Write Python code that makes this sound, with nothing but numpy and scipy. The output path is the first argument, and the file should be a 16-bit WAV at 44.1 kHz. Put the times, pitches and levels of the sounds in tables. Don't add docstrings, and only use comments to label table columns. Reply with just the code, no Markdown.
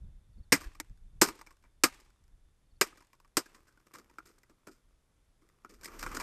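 import sys
import numpy as np
from scipy import signal
from scipy.fft import rfft, irfft
from scipy.io import wavfile

SR = 44100
rng = np.random.default_rng(int(sys.argv[2]) if len(sys.argv) > 2 else 0)


def pcm_store(signal):
    levels = np.round(np.clip(np.atleast_2d(signal), -1, 1) * 32767)
    wavfile.write(sys.argv[1], SR, levels.astype(np.int16).T)


N = 274302
T = np.arange(N) / SR

# start, crush time and nominal t60 in seconds, cavity and struck panel
# resonances in Hz, the panel's lift in dB, then the levels of thud, panels, ribs and crack in dB.
BLOWS = [ (0.5212, 0.0075, 0.074, 280.2, 2020, 8.5, -26, -29.5, -23.5, -21.5),
         (1.2141, 0.0053, 0.079, 343.4, 1257, 2, -23.5, -25, -28.5, -20.5),
         (1.8363, 0.004, 0.06, 302.4, 1250, 8, -28.5, -27.5, -27, -22),
         (2.8112, 0.0022, 0.061, 407, 1205, 11, -30.5, -30.5, -29, -26),
         (3.3692, 0.00085, .061, 373, 5185, 2, -32.5, -33, -39, -27.5)]


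def undb(db):
    return 10 ** (np.asarray(db) / 20)


def unit(x):
    return x / np.sqrt(np.mean(x ** 2))


def band(x, lo_hz, hi_hz, order=3):
    sos = signal.butter(order, [lo_hz, min(hi_hz, SR / 2 - 1)], "band", fs=SR, output="sos")
    return signal.sosfilt(sos, x)


def colour(x, outline, modes=(), size=4096):
    f = np.maximum(np.fft.rfftfreq(size, 1 / SR), 1)
    hz, db = np.transpose(outline)
    db = np.interp(np.log(f), np.log(hz), db)
    for centre, width, lift in modes:
        db = db + lift / (1 + (2 * (f - centre) / width) ** 2)
    cepstrum = irfft(np.log(undb(db)))
    cepstrum[1:size // 2] *= 2
    cepstrum[size // 2 + 1:] = 0
    return signal.fftconvolve(x, irfft(np.exp(rfft(cepstrum))))[:len(x)]


def walk(rate, size=N):
    return np.interp(np.arange(size) / SR * rate, np.arange(size), rng.standard_normal(size))


def add(track, s, sound):
    start = max(int(s * SR), 0)
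    track[start:start + len(sound)] += sound[:max(N - start, 0)]


def field():
    # frequency in Hz, relative level in dB.
    air_spectrum = [(59, -27.5), (100, -3), (194, -10), (299, -11), (713, -18), (1440, -21), (2910, -25.5),
                    (3500, -24.5), (3890, -27), (11400, -28), (12600, -39), (14000, -40.5)]
    air = unit(colour(rng.standard_normal(N), air_spectrum)) * undb(-77 + 0.5 * walk(1.7))
    trill = unit(band(rng.standard_normal(N), 3480, 3650, order=2)) * undb(3 * walk(40))
    trill_db = np.interp(T, [0, 1.8, 3.5], [-92, -95, -102])
    return air + trill * undb(trill_db)


def bird():
    # start in seconds, relative level in dB.
    chirps = [(.33, -83), (.377, -79), (.426, -78), (2.657, -89), (2.706, -81.5), (2.756, -80.5)]
    out = np.zeros(N)
    progress = np.linspace(0, 1, int(0.023 * SR))
    pitch_hz = 4530 - 450 * progress ** 2
    whistle = np.sin(2 * np.pi * np.cumsum(pitch_hz) / SR) * np.sin(np.pi * progress)
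    for s, db in chirps:
        add(out, s, undb(db - 5) * unit(whistle))
    return out


def wind():
    # time in seconds, relative level in dB.
    breeze_levels = [(0, -46), (0.301, -57), (1.151, -60), (1.35, -67.5), (2.8, -71), (3.15, -74),
                     (5.68, -71.5), (6.1, -53), (6.22, -57)]
    # centre time and duration in seconds, peak level in dB.
    gusts = [(0.393, 0.056, -42), (0.675, 0.028, -42), (0.913, 0.034, -43.5), (1.175, 0.096, -50),
             (2.349, 0.4, -66), (2.754, 0.072, -56)]
    # frequency in Hz, relative level in dB.
    rumble_spectrum = [(10, -19.5), (22, 4), (35, 1), (66, -5.5), (120, -16), (190, -24.5), (260, -36),
                       (500, -53), (1500, -89)]
    times, levels_db = np.transpose(breeze_levels)
    breeze = undb(np.interp(T, times, levels_db) + 2.5 + 3.7 * walk(17))
    buffets = sum(undb(db) * np.exp(-(2 * (T - s) / duration) ** 4) for s, duration, db in gusts)
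    return unit(colour(rng.standard_normal(N), rumble_spectrum)) * np.hypot(breeze, buffets)


def bushes(x):
    # lower and upper edge in Hz, t60 in seconds, gain in dB.
    scatter_bands = [(150, 3600, 0.51, -35), (795, 1200, 0.67, -32), (1600, 2800, 0.53, -32),
                     (3000, 9000, 0.66, -37), (9000, 14000, .35, -39)]
    t, out = T[:SR], np.zeros(N)
    grain = undb(2 * walk(150))
    for lo, hi, t60, db in scatter_bands:
        returns = (undb(-60 * t / t60) * np.minimum(t / 0.049, 1)) ** 2
        energy = signal.fftconvolve(band(x, lo, hi) ** 2, returns / returns.sum())[:N]
        out += undb(db) * np.sqrt(np.abs(energy)) * unit(band(rng.standard_normal(N), lo, hi))
    return out * grain


def debris_level():
    # time in seconds, relative level in dB.
    drag_levels = [(3.499, -80), (4.15, -74), (4.5, -80.5), (5.3, -105), (5.45, -79.5), (5.78, -73.5),
                   (5.89, -54), (5.99, -53.5), (6.19, -49.5), (6.22, -47.5)]
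    times, levels_db = np.transpose(drag_levels)
    level = np.interp(T, times, undb(levels_db), left=0)
    age = T[:2 * SR]
    quick_spray = undb(-67 - 180 * age)
    slow_settling = undb(-85 - 20 * age)
    for s, *_ in BLOWS:
        add(level, s + 0.12, quick_spray + slow_settling)
    return level


def debris(ticks_per_s=400, tick_decay_s=0.0007):
    # frequency in Hz, relative level in dB.
    rustle_spectrum = [(40, -18), (130, -2.5), (340, 3.5), (520, -0.5), (700, -11), (1150, 1.5), (1600, -6),
                       (2400, -10), (3800, -21), (5500, -15), (8800, -21), (10300, -28), (12000, -18),
                       (14000, -23.5)]
    level = debris_level()
    onsets = rng.random(N) < ticks_per_s / SR
    ticks = onsets * undb(5 * np.minimum(rng.exponential(size=N), 4))
    energy = signal.lfilter([1], [1, -np.exp(-1 / (tick_decay_s * SR))], ticks ** 2)
    merged = level / (level + undb(-58))
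    energy = (1 - merged) * energy / energy.mean() + merged
    grains = rng.standard_normal(N) * np.sqrt(energy) * undb(1.5 * walk(45))
    return unit(colour(grains, rustle_spectrum)) * level * undb(0.5)


def impact(crush_s, t60, cavity_mode, panel_mode, thud_db, part_dbs,
           splinter_db, thud_ring, first_contact, snap_db):
    # multiple of the cavity frequency, relative level in dB.
    boom_shape = [(.12, -27), (.33, -18), (.6, -6.5), (.85, -4.5), (1.3, -5.5), (1.8, -12), (3.5, -35),
                  (12, -69)]
    # frequency in Hz, relative level in dB.
    shell_spectrum = [(150, -1.5), (450, 7), (700, -2), (1100, 2.5), (2400, -2), (3400, -10.5), (4600, -6),
                      (7000, -5), (9200, -7.5), (10200, -17.5), (11500, -10), (14000, -11)]
    # centre and width in Hz, lift in dB.
    shell_modes = [(924, 120, 3.5), (1261, 110, 1.5), (1428, 12, 5), (1616, 220, 3), (1980, 240, 4),
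                   (2342, 140, 6), (4830, 320, 2), (5100, 380, 5.5), (5520, 180, 3.5), (6350, 16, 3.5),
                   (7540, 90, 4.5), (8170, 200, 6.5)]
    # lower and upper edge in Hz, decay as a multiple of t60.
    part_bands = [(600, 1600, 1.5), (1584, 3300, 1.1), (3130, 16000, 1.214)]
    size = 8192
    t = T[:size]
    build = np.minimum(first_contact + t / crush_s, 1)
    since_release = np.maximum(t - crush_s, 0)
    fall_db = -60 * since_release / t60
    contact_db = snap_db * np.exp(-since_release / 0.0034)
    splinters = undb(splinter_db * walk(1100, size) + contact_db)
    push = rng.standard_normal(size) * build * undb(fall_db / thud_ring)
    boom_spectrum = [(multiple * cavity_mode[0], db) for multiple, db in boom_shape]
    out = undb(thud_db) * unit(colour(push, boom_spectrum, [cavity_mode]))
    for (lo, hi, ring), db in zip(part_bands, part_dbs):
        fractures = rng.standard_normal(size) * splinters * build * undb(fall_db / ring)
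        shell = colour(fractures, shell_spectrum, [*shell_modes, panel_mode])
        out += undb(db) * unit(band(shell, lo, hi))
    return out * np.sqrt(0.03 * SR / size)


def knock(t60, panel_hz, clack_db, thud_db, crack_db):
    cavity, panel = (324, 80, 9), (panel_hz, 370, 15.5)
    contact_s = 0.03 * t60
    rib_db = crack_db / 2 - 1.5
    part_dbs = clack_db + np.array([0, rib_db, crack_db])
    return impact(contact_s, t60, cavity, panel, clack_db + thud_db, part_dbs,
                  splinter_db=4.5, thud_ring=1.8, first_contact=0.21, snap_db=2.0)


def shards(count=5):
    out = np.zeros(N)
    for s, *_ in BLOWS:
        flights_s = 0.09 + 0.4 * (np.arange(count) + rng.random(count)) / count
        for flight in flights_s:
            landing = knock(t60=0.02, panel_hz=1500, clack_db=-82 - 16 * flight, thud_db=-8, crack_db=6)
            add(out, s + flight, landing)
    return out


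def loose_parts():
    # start and nominal t60 in seconds, panel resonance in Hz, clack level in dB,
    # then thud and crack in dB relative to the clack.
    knocks = [(.603, 0.13, 1120, -55.5, -2, 0), (.639, .11, 1690, -60, -2.5, -1),
              (0.748, 0.055, 1150, -64.5, -9, -4.5), (0.7998, 0.028, 2050, -48, -3, 5),
              (1.259, .09, 1080, -51, -2, -2), (1.271, 0.082, 1000, -58.5, 12.5, 10),
              (1.285, 0.054, 1190, -45.5, -2, -2), (1.351, 0.063, 1340, -75, 10.5, 7),
              (1.39, 0.039, 1140, -65, -1.5, -1.5), (1.412, 0.027, 1040, -56, -14, -5.5),
              (1.463, .06, 2300, -64, -7, -0.5), (1.506, .07, 1120, -65.5, -8.5, -5),
              (1.637, .1, 2277, -69.5, -5.5, -9.5), (1.944, 0.033, 1160, -74.5, 4, 6),
              (2.0, 0.044, 1900, -86, 1, 18.5), (2.865, 0.099, 1100, -64, 4, 4),
              (2.923, 0.04, 1270, -65.5, -2, -17), (2.973, 0.062, 1250, -67.5, -2.5, -2),
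              (3.005, 0.043, 990, -68.5, -4, -4), (3.023, .04, 1040, -75, -5, -1),
              (3.131, 0.042, 1080, -66.5, -12, -6.5), (3.2, 0.028, 1080, -70.5, -12, -4),
              (3.246, 0.037, 1138, -70.5, -23, -9.5), (3.459, 0.041, 1610, -65.5, -2, -1.5),
              (3.545, 0.1, 1100, -65, -2, 0), (3.677, 0.082, 1530, -71.5, -6.5, -2),
              (3.774, 0.028, 1480, -72, -5, -12), (3.867, 0.029, 1250, -72.5, 1.5, -0.5),
              (3.937, 0.069, 1130, -60.5, -1, 2), (3.949, 0.13, 1180, -57, -3, -3.5),
              (3.984, 0.063, 1290, -67, 5, 4.5), (4.097, 0.039, 940, -70, -7, -6.5),
              (4.1834, 0.048, 1370, -49.5, -9.5, -14), (4.254, 0.21, 1310, -71.5, 6, 8.5),
              (4.384, 0.027, 1400, -87, 3, 13), (4.432, 0.037, 2050, -72.5, -5, 0),
              (4.495, 0.072, 1220, -72, 7, -3.5), (4.669, 0.079, 1360, -56, 3.5, -4.5),
              (4.711, 0.21, 1350, -80.5, -11, 12.5), (5.416, .2, 1197, -76.5, 9, -7),
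              (5.489, .02, 2000, -85.5, -4, 8.5), (5.647, 0.038, 1320, -50.5, -10, -19),
              (5.692, 0.2, 1200, -70.5, 11.5, 6.5), (5.737, 0.081, 1320, -76, -7, 7.5),
              (5.811, 0.027, 1000, -75.5, -3, 9), (5.832, 0.049, 1520, -64.5, -4, 6),
              (5.843, 0.091, 1950, -68.5, 2, 20), (5.856, 0.026, 2120, -63, 3.5, 13.5),
              (5.876, 0.061, 1210, -57, -4, -4.5), (5.988, 0.26, 1230, -60.5, -16, 11.5),
              (6.0259, 0.042, 1430, -44, -17, -5), (6.035, 0.038, 1170, -51, -4, -2),
              (6.063, 0.029, 1300, -42.5, -11, -11.5), (6.113, 0.08, 1120, -49, -18, -9),
              (6.147, 0.088, 1270, -51, 1.5, 3.5), (6.167, 0.033, 1400, -45, -2, -0.5),
              (6.198, 0.082, 1050, -44, -9, -1.5)]
    out = np.zeros(N)
    for s, *contact in knocks:
        add(out, s, knock(*contact))
    return out


def club():
    out = np.zeros(N)
    for s, crush_s, t60, cavity_hz, panel_hz, lift_db, thud_db, *part_dbs in BLOWS:
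        cavity, panel = (cavity_hz, 160, 6), (panel_hz, panel_hz / 7, lift_db)
        blow = impact(crush_s, t60, cavity, panel, thud_db, part_dbs,
                      splinter_db=1.0, thud_ring=1.15, first_contact=0.48, snap_db=3)
        add(out, s, blow)
    return out


def scene():
    printer = club() + loose_parts() + debris() + shards()
    return (printer + bushes(printer) + wind() + field() + bird())[None]


def record(dry, drive=1.3, cutoff_hz=14000):
    rounded = np.tanh(drive * dry) / drive
    return signal.sosfilt(signal.ellip(8, .2, 70, cutoff_hz, fs=SR, output="sos"), rounded)


dry = scene()
out = record(dry)
pcm_store(out)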